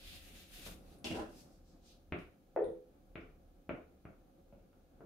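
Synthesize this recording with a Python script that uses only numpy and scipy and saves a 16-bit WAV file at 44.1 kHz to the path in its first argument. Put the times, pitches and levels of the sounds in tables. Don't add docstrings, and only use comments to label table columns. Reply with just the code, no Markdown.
import sys
import numpy as np
from scipy import signal
from scipy.fft import rfft, irfft, next_fast_len
from scipy.io import wavfile

SR = 44100
rng = np.random.default_rng(int(sys.argv[2]) if len(sys.argv) > 2 else 0)


def file_out(sig):
    cols = np.atleast_2d(sig).T
    lim = np.clip(cols, -1, 1)
    pcm = np.round(lim * 32767).astype(np.int16)
    wavfile.write(sys.argv[1], SR, pcm)


N = 223078

THUD_HZ, RIM_HZ, CLACK_HZ = 181, 606, 1280
THUD_Q, KNOCK_Q, RIM_Q, CLACK_Q, TICK_Q = 1.78, 1.33, 3.43, 2.24, 2.37
BLADE_LAG_S = 0.001215
WALL_SWELL_S, SILICONE_CUTOFF_HZ = 0.032, 4100
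# f/Hz, level/dB, t60/s
WALL_MODES = [(337, -6, 0.29), (414.3, -3, 0.33), (443.4, 0, 0.18), (480.8, 0, 0.15), (502.1, -2.5, 0.39),
              (520, -9.5, 0.36), (638, 1.5, 0.034), (710, -11, 0.055), (946, -14.5, 0.055)]
# t/s, level/dB, thud/dB, knock/dB,
# knock f/Hz, rim/dB, clack/dB, tick/dB, tick f/Hz, wall ring/dB, table shudder/dB, left over right/dB
HITS = [(0.664, -44, -1, 1.5, 500, -18, -2, -16, 2630, -31, -15, -3),
        (1.111, -29, -14.5, -11.5, 304, -8, -22, -5.5, 2500, -18, -34, 0),
        (2.122, -32, -3, 3, 291, -7, -4, 2, 2356, -24, -12.5, 2.5),
        (2.187, -71, -34, -15, 404, -27.5, -26, 4, 2240, -19, -9, 9),
        (2.562, -25.5, -50, 0, 648, -9, -31, -14, 1760, -1, -39.5, 2.5),
        (2.656, -48.5, -1.5, -21, 403, -21.5, -32.5, -24.5, 2500, -15.5, -13, 6),
        (3.155, -39.5, -5.5, 2.5, 285, -6.5, -5, 2.5, 2310, -18.5, -13.5, 3.5),
        (3.207, -56.5, -19, 2, 394, -5, 6.5, -8, 3340, -33, -22, -2),
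        (3.692, -33, -11, 3.5, 282, -1.5, -3, -3.5, 2360, -18.5, -17.5, 3.5),
        (4.052, -41.5, -3.5, -1, 282, -8, -7.5, -11, 2300, -41, -12, 0.5),
        (4.525, -52.5, 1.5, -4.5, 725, -0.5, -16, -12.5, 2480, -18, -12.5, 2),
        (4.59, -61, -7, -19, 600, -24, -30, -10, 2460, -8, -9, 0),
        (4.729, -61.5, -22, -4, 685, -11, -4, -12, 2600, -11, -16, 5),
        (5.006, -46.5, -3, 2.5, 386, -7, -6, -28, 2700, -35, -17, 3)]
def bowl_knocks():
    out, clicks = np.zeros((2, N)), np.zeros(N)
    for s, level_db, *layers, ring_db, _, pan_db in HITS:
        thud_db, knock_db, knock_hz, rim_db, clack_db, tick_db, tick_hz = layers
        hit = from_db(thud_db) * blow(THUD_HZ, THUD_HZ / THUD_Q)
        hit += from_db(knock_db) * blow(knock_hz, knock_hz / KNOCK_Q)
        hit += from_db(rim_db) * blow(RIM_HZ, RIM_HZ / RIM_Q)
        clack = from_db(clack_db) * blow(CLACK_HZ, CLACK_HZ / CLACK_Q)
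        tick = from_db(tick_db) * blow(tick_hz, tick_hz / TICK_Q)
        add(hit, BLADE_LAG_S, tick - clack)
        pan = np.array([[.5], [-.5]]) * pan_db
        add(out, s, -hit * from_db(level_db + pan))
        clicks[round(s * SR)] = from_db(level_db + ring_db)
    wall = sum(from_db(db) * (ring(clicks, hz, t60) - ring(clicks, hz, WALL_SWELL_S))
               for hz, db, t60 in WALL_MODES)
    out += signal.sosfilt(signal.butter(3, [300, 1100], "band", fs=SR, output="sos"), wall)
    return signal.sosfilt(signal.butter(4, SILICONE_CUTOFF_HZ, fs=SR, output="sos"), out)


# f/Hz, level/dB
TABLE_TONE = [(50, -3), (76, 0.5), (110, -3.5), (160, -20.5)]
def table_shudder():
    envelope = sum(from_db(level_db + shudder_db) * swell(s + 0.0046, rise=1500, hold_s=0, fall=167)
                   for s, level_db, *_, shudder_db, _ in HITS)
    return envelope * stereo_noise(TABLE_TONE)


# f/Hz, level/dB
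SHUDDER_TONE = [(55, -7), (75, 0), (130, -18), (245, 1), (280, -16), (320, 3.5), (420, -18.5), (700, -51)]
RATTLE_TONE = [(360, -15), (430, 6.5), (510, -9.5), (600, 7.5), (700, -7.5), (800, 2.5), (900, -10),
               (1000, 1), (1130, -16), (1270, -8.5), (1600, -8.5), (2200, -24)]
CLACK_TONE = [(1800, -16.5), (2400, -10.5), (2750, -1), (3100, -9.5), (3450, -5), (4000, -48)]
DRAG_HISS_TONE = [(2240, -44), (3800, -1.5), (6870, -9.5), (10200, -11), (13000, -17.5), (14000, -23),
                  (15700, -20)]
DRAG_RELEASES = [166, 166, 140.4, 184]
# t/s, rise/(dB/s), hold/s, shudder/dB, rattle/dB, clack/dB, hiss/dB
JERKS = [(1.045, 9000, 0.026, -45.5, -49, -44.5, -51), (1.108, 1504, 0.017, -40, -67, -66, -60),
         (1.163, 400, 0.01, -61, -46, -58.5, -57.5), (1.185, 302, 0.027, -44, -43.5, -73, -65.5)]
def spatula_drag():
    tones = SHUDDER_TONE, RATTLE_TONE, CLACK_TONE, DRAG_HISS_TONE
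    out = 0
    for layer, (tone, fall) in enumerate(zip(tones, DRAG_RELEASES)):
        power = sum((from_db(levels_db[layer]) * swell(s, rise, hold_s, fall)) ** 2
                    for s, rise, hold_s, *levels_db in JERKS)
        out = out + np.sqrt(power) * stereo_noise(tone)
    flutter = from_db(1.05 * drift(54))
    return flutter * out


# t/s, level/dB, f/Hz, width/Hz
CLINK_HITS = [(0.986, -55.5, 9700, 3000), (1.044, -29.5, 4900, 3000), (2.189, -54, 4530, 3000),
              (3.156, -65.5, 3620, 900), (2.643, -56.5, 3620, 700), (2.643, -56, 9460, 704),
              (2.679, -76, 9500, 690), (3.208, -66, 5000, 1500)]
def clinks():
    out = np.zeros(N)
    for s, level_db, hz, width_hz in CLINK_HITS:
        add(out, s, from_db(level_db) * blow(hz, width_hz))
    return out


RASP_EDGE_RATIO, RASP_EDGE_DB = 0.59, -9
# f/Hz, level/dB
CLOTH_BODY = [(900, -15), (1500, -4.5), (2200, -4), (2750, 0.5), (3150, -10), (3650, -1.5), (4300, -6.5),
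              (5800, -8), (6600, -5), (7300, -9), (9000, -14), (15000, -9.5)]
CLOTH_AIR = [(4000, -17.5), (6500, -16), (9000, -3), (12000, -4), (16500, -17.5)]
# t/s at full level, rise/(dB/s), hold/s, level/dB, air/dB, rasp f/Hz, rasp/dB
CLOTH_RUBS = [(0.076, 88, 0.09, -61, -4, 3270, 4.5), (0.256, 55, 0.11, -65, -4.5, 2730, -1.5),
              (0.403, 75, 0.03, -63.5, -7, 3250, 0), (0.548, 202, 0.048, -58, -3.5, 3250, -1.5),
              (0.662, 204, 0.012, -52, -4.5, 3430, -4.5), (0.902, 98, 0.04, -73.5, -1, 3880, -0.5),
              (1.39, 117, 0.017, -70.5, 1.5, 4970, 4.5), (1.523, 100, 0.037, -86, 1, 5130, 8.5),
              (1.682, 250, 0.045, -90, 2, 5000, 13.5), (1.862, 400, 0.02, -79, -17, 5500, 9),
              (1.894, 200, 0.027, -78, 0, 4000, 10), (2.197, 297, 0.02, -81, 2, 2510, 11.5)]
def cloth_rustle():
    lean_left = from_db([[1.5], [-1.5]])
    body = stereo_noise(CLOTH_BODY) * from_db(1.06 * drift(26)) * lean_left
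    air = stereo_noise(CLOTH_AIR) * from_db(1.1 * drift(25))
    body_power, air_power, rasp = 0, 0, 0
    for s, rise, hold_s, level_db, air_db, hz, rasp_db in CLOTH_RUBS:
        envelope = from_db(level_db) * swell(s, rise, hold_s, fall=183)
        body_power += envelope ** 2
        air_power += (envelope * from_db(air_db)) ** 2
        rasp_tone = [(hz * RASP_EDGE_RATIO, RASP_EDGE_DB), (hz, 0), (hz / RASP_EDGE_RATIO, RASP_EDGE_DB)]
        rasp += envelope * from_db(rasp_db) * stereo_noise(rasp_tone)
    return rasp + np.sqrt(body_power) * body + np.sqrt(air_power) * air


# f/Hz, level/dB
HUM_TONES = [
    [(480, -13), (545, 34), (610, -28)],
    [(650, -30), (740, 23), (830, -30)],
]
# t/s, rise/(dB/s), hold/s, lower hum/dB, upper hum/dB
STROKES = [(4.253, 2000, 0.11, -98, -79), (4.397, 200, 0.089, -70.5, -89)]
def blade_slide():
    lower, upper = [stereo_noise(tone) for tone in HUM_TONES]
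    out = 0
    for s, rise, hold_s, lower_db, upper_db in STROKES:
        hum = from_db(lower_db) * lower + from_db(upper_db) * upper
        out += swell(s, rise, hold_s, fall=290) * hum
    return out


ROOM_RISE_S, ROOM_FADE_S = 0.00064, 0.41
EARLY_BOOST, EARLY_S = 0.14, 0.004
BAND_EDGES_HZ = 25 * 2 ** np.arange(0, 9.7, 1 / 3)
# f/Hz, t60/s
ROOM_DECAY = [(100, 0.19), (400, 0.43), (1500, 0.43), (3500, 0.39), (5000, 0.36), (10000, 0.4)]
def room(sound):
    t = np.arange(SR // 2) / SR
    hit_times = np.array(HITS)[:, 0]
    changes = [int((s - .005) * SR) for s, gap in zip(hit_times[1:], np.diff(hit_times)) if gap > .25]
    bounds = [0] + changes + [N]
    noise = stereo_noise([(55, 0), (18000, 0)])
    offsets = np.arange(len(bounds)) * (N // len(bounds))
    patterns = np.array([np.roll(noise, -at, axis=1)[:, :len(t)] for at in offsets])
    tails = 0
    for low, high in zip(BAND_EDGES_HZ, BAND_EDGES_HZ[1:]):
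        band = signal.sosfilt(signal.butter(2, [low, high], "band", fs=SR, output="sos"), patterns)
        t60 = at_hz(ROOM_DECAY, np.sqrt(low * high))
        tails += band * from_db(-60 * t / t60)
    tails *= 1 - np.exp(-t / ROOM_RISE_S)
    tails *= np.exp(-2 * (t / ROOM_FADE_S) ** 2)
    tails *= 1 + EARLY_BOOST * np.exp(-t / EARLY_S)
    send = sound.mean(axis=0, keepdims=True)
    out = np.zeros((2, N))
    for start, end, tail in zip(bounds, bounds[1:], tails):
        add(out, start / SR, signal.fftconvolve(send[:, start:end], tail, axes=1))
    return out


# f/Hz, level/dB
RUMBLE_BODY = [(90, -15.5), (125, -4.5), (190, 0), (220, -4), (250, -1.5), (320, -2.5), (460, -12),
               (525, -2.5), (620, -14), (730, -8.5), (950, -24), (1300, -20), (1800, -31), (2600, -32.5)]
RUMBLE_SUB = [(27, -3.5), (35, 1.5), (45, -7.5), (60, -16), (76, -3.5), (90, -17), (110, -16.5)]
# t/s, body/dB, sub/dB
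RUMBLE_RIDE = [(0.0, -67, -63.5), (0.15, -63.5, -55), (0.35, -61, -59), (0.49, -66, -63), (0.6, -59.5, -59),
               (0.8, -61, -56), (1.0, -62, -63.5), (1.2, -60, -59), (1.38, -61.5, -67), (1.6, -64.5, -64.5),
               (2.2, -66.5, -64), (2.5, -68.5, -72), (2.68, -57, -57.5), (2.8, -67, -70),
               (3.3, -66.5, -61.5), (3.62, -67.5, -66.5), (4.1, -68.5, -67), (4.7, -68.5, -66),
               (5.06, -64, -64.5)]
def house_rumble():
    body_db, sub_db = in_time(RUMBLE_RIDE)
    body = from_db(body_db + 1.5 * drift(6)) * stereo_noise(RUMBLE_BODY)
    return body + from_db(sub_db) * stereo_noise(RUMBLE_SUB)


# f/Hz, level/dB
MIC_TONE = [(880, -39), (1500, -20), (1670, -0.5), (1970, -22), (2070, -8.5), (2680, -7), (3850, -7.5),
            (5540, -11), (6610, -9.5), (7430, -15), (11000, -11), (15700, -10.5)]
def microphone_hiss():
    return from_db(-82) * stereo_noise(MIC_TONE)


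# f/Hz, left-right correlation
STEREO_IMAGE = [(30, 0.96), (125, 0.81), (350, 0.86), (600, 0.5), (900, 0.2), (1200, 0.033), (4000, 0.034),
                (12000, 0.054)]
def stereo_noise(tone):
    size = next_fast_len(N)
    hz = np.maximum(np.arange(size // 2 + 1) * SR / size, 1)
    inside = (hz > tone[0][0]) & (hz < tone[-1][0])
    mid, side = rfft(rng.standard_normal((2, size))) * from_db(at_hz(tone, hz)) * inside
    alike = np.clip(at_hz(STEREO_IMAGE, hz), 0, 1)
    mid, side = mid * np.sqrt(1 + alike), side * np.sqrt(1 - alike)
    return rms_one(irfft(np.array([mid + side, mid - side]), size)[:, :N])


def ring(clicks, hz, t60):
    r, w = from_db(-60 / (t60 * SR)), 2 * np.pi * hz / SR
    return signal.lfilter([0, np.sin(w)], [1, -2 * r * np.cos(w), r * r], clicks + 1e-18)


def blow(hz, width_hz):
    click = signal.unit_impulse(2048)
    t60 = np.log(1000) / (np.pi * width_hz)
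    shape = np.gradient(ring(ring(click, hz, t60), hz, t60))
    return shape / np.abs(shape).max()


def swell(s, rise, hold_s, fall):
    t = np.arange(N) / SR - s
    attack_db = rise * np.minimum(t, 0)
    release_db = fall * np.minimum(hold_s - t, 0)
    return from_db(np.maximum(np.minimum(attack_db, release_db), -200))


def drift(rate_hz):
    step, settle = 40, 2000
    r = np.exp(-2 * np.pi * rate_hz * step / SR)
    slow = signal.lfilter([1], [1, -2 * r, r * r], rng.standard_normal(N // step + settle + 2))[settle:]
    return np.interp(np.arange(N) / step, np.arange(len(slow)), rms_one(slow))


def from_db(db):
    return 10 ** (np.asarray(db) / 20)


def rms_one(x):
    return x / np.sqrt(np.mean(x ** 2) + 1e-20)


def in_time(rows):
    s, *columns = np.transpose(rows)
    return [np.interp(np.arange(N) / SR, s, column) for column in columns]


def at_hz(curve, hz):
    curve_hz, values = np.transpose(curve)
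    return np.interp(np.log(hz), np.log(curve_hz), values)


def add(out, s, sound):
    at = round(s * SR)
    out[..., at:at + sound.shape[-1]] += sound[..., :out.shape[-1] - at]


def scene():
    contacts = bowl_knocks() + clinks()
    in_room = from_db(-2.5) * contacts + from_db(-20) * room(contacts)
    handling = table_shudder() + cloth_rustle() + spatula_drag() + blade_slide()
    return in_room + handling + house_rumble() + microphone_hiss()


def record(dry):
    cutoff_hz = 15800
    return signal.sosfilt(signal.ellip(14, .5, 60, cutoff_hz, fs=SR, output="sos"), dry)


dry = scene()
out = record(dry)
file_out(out)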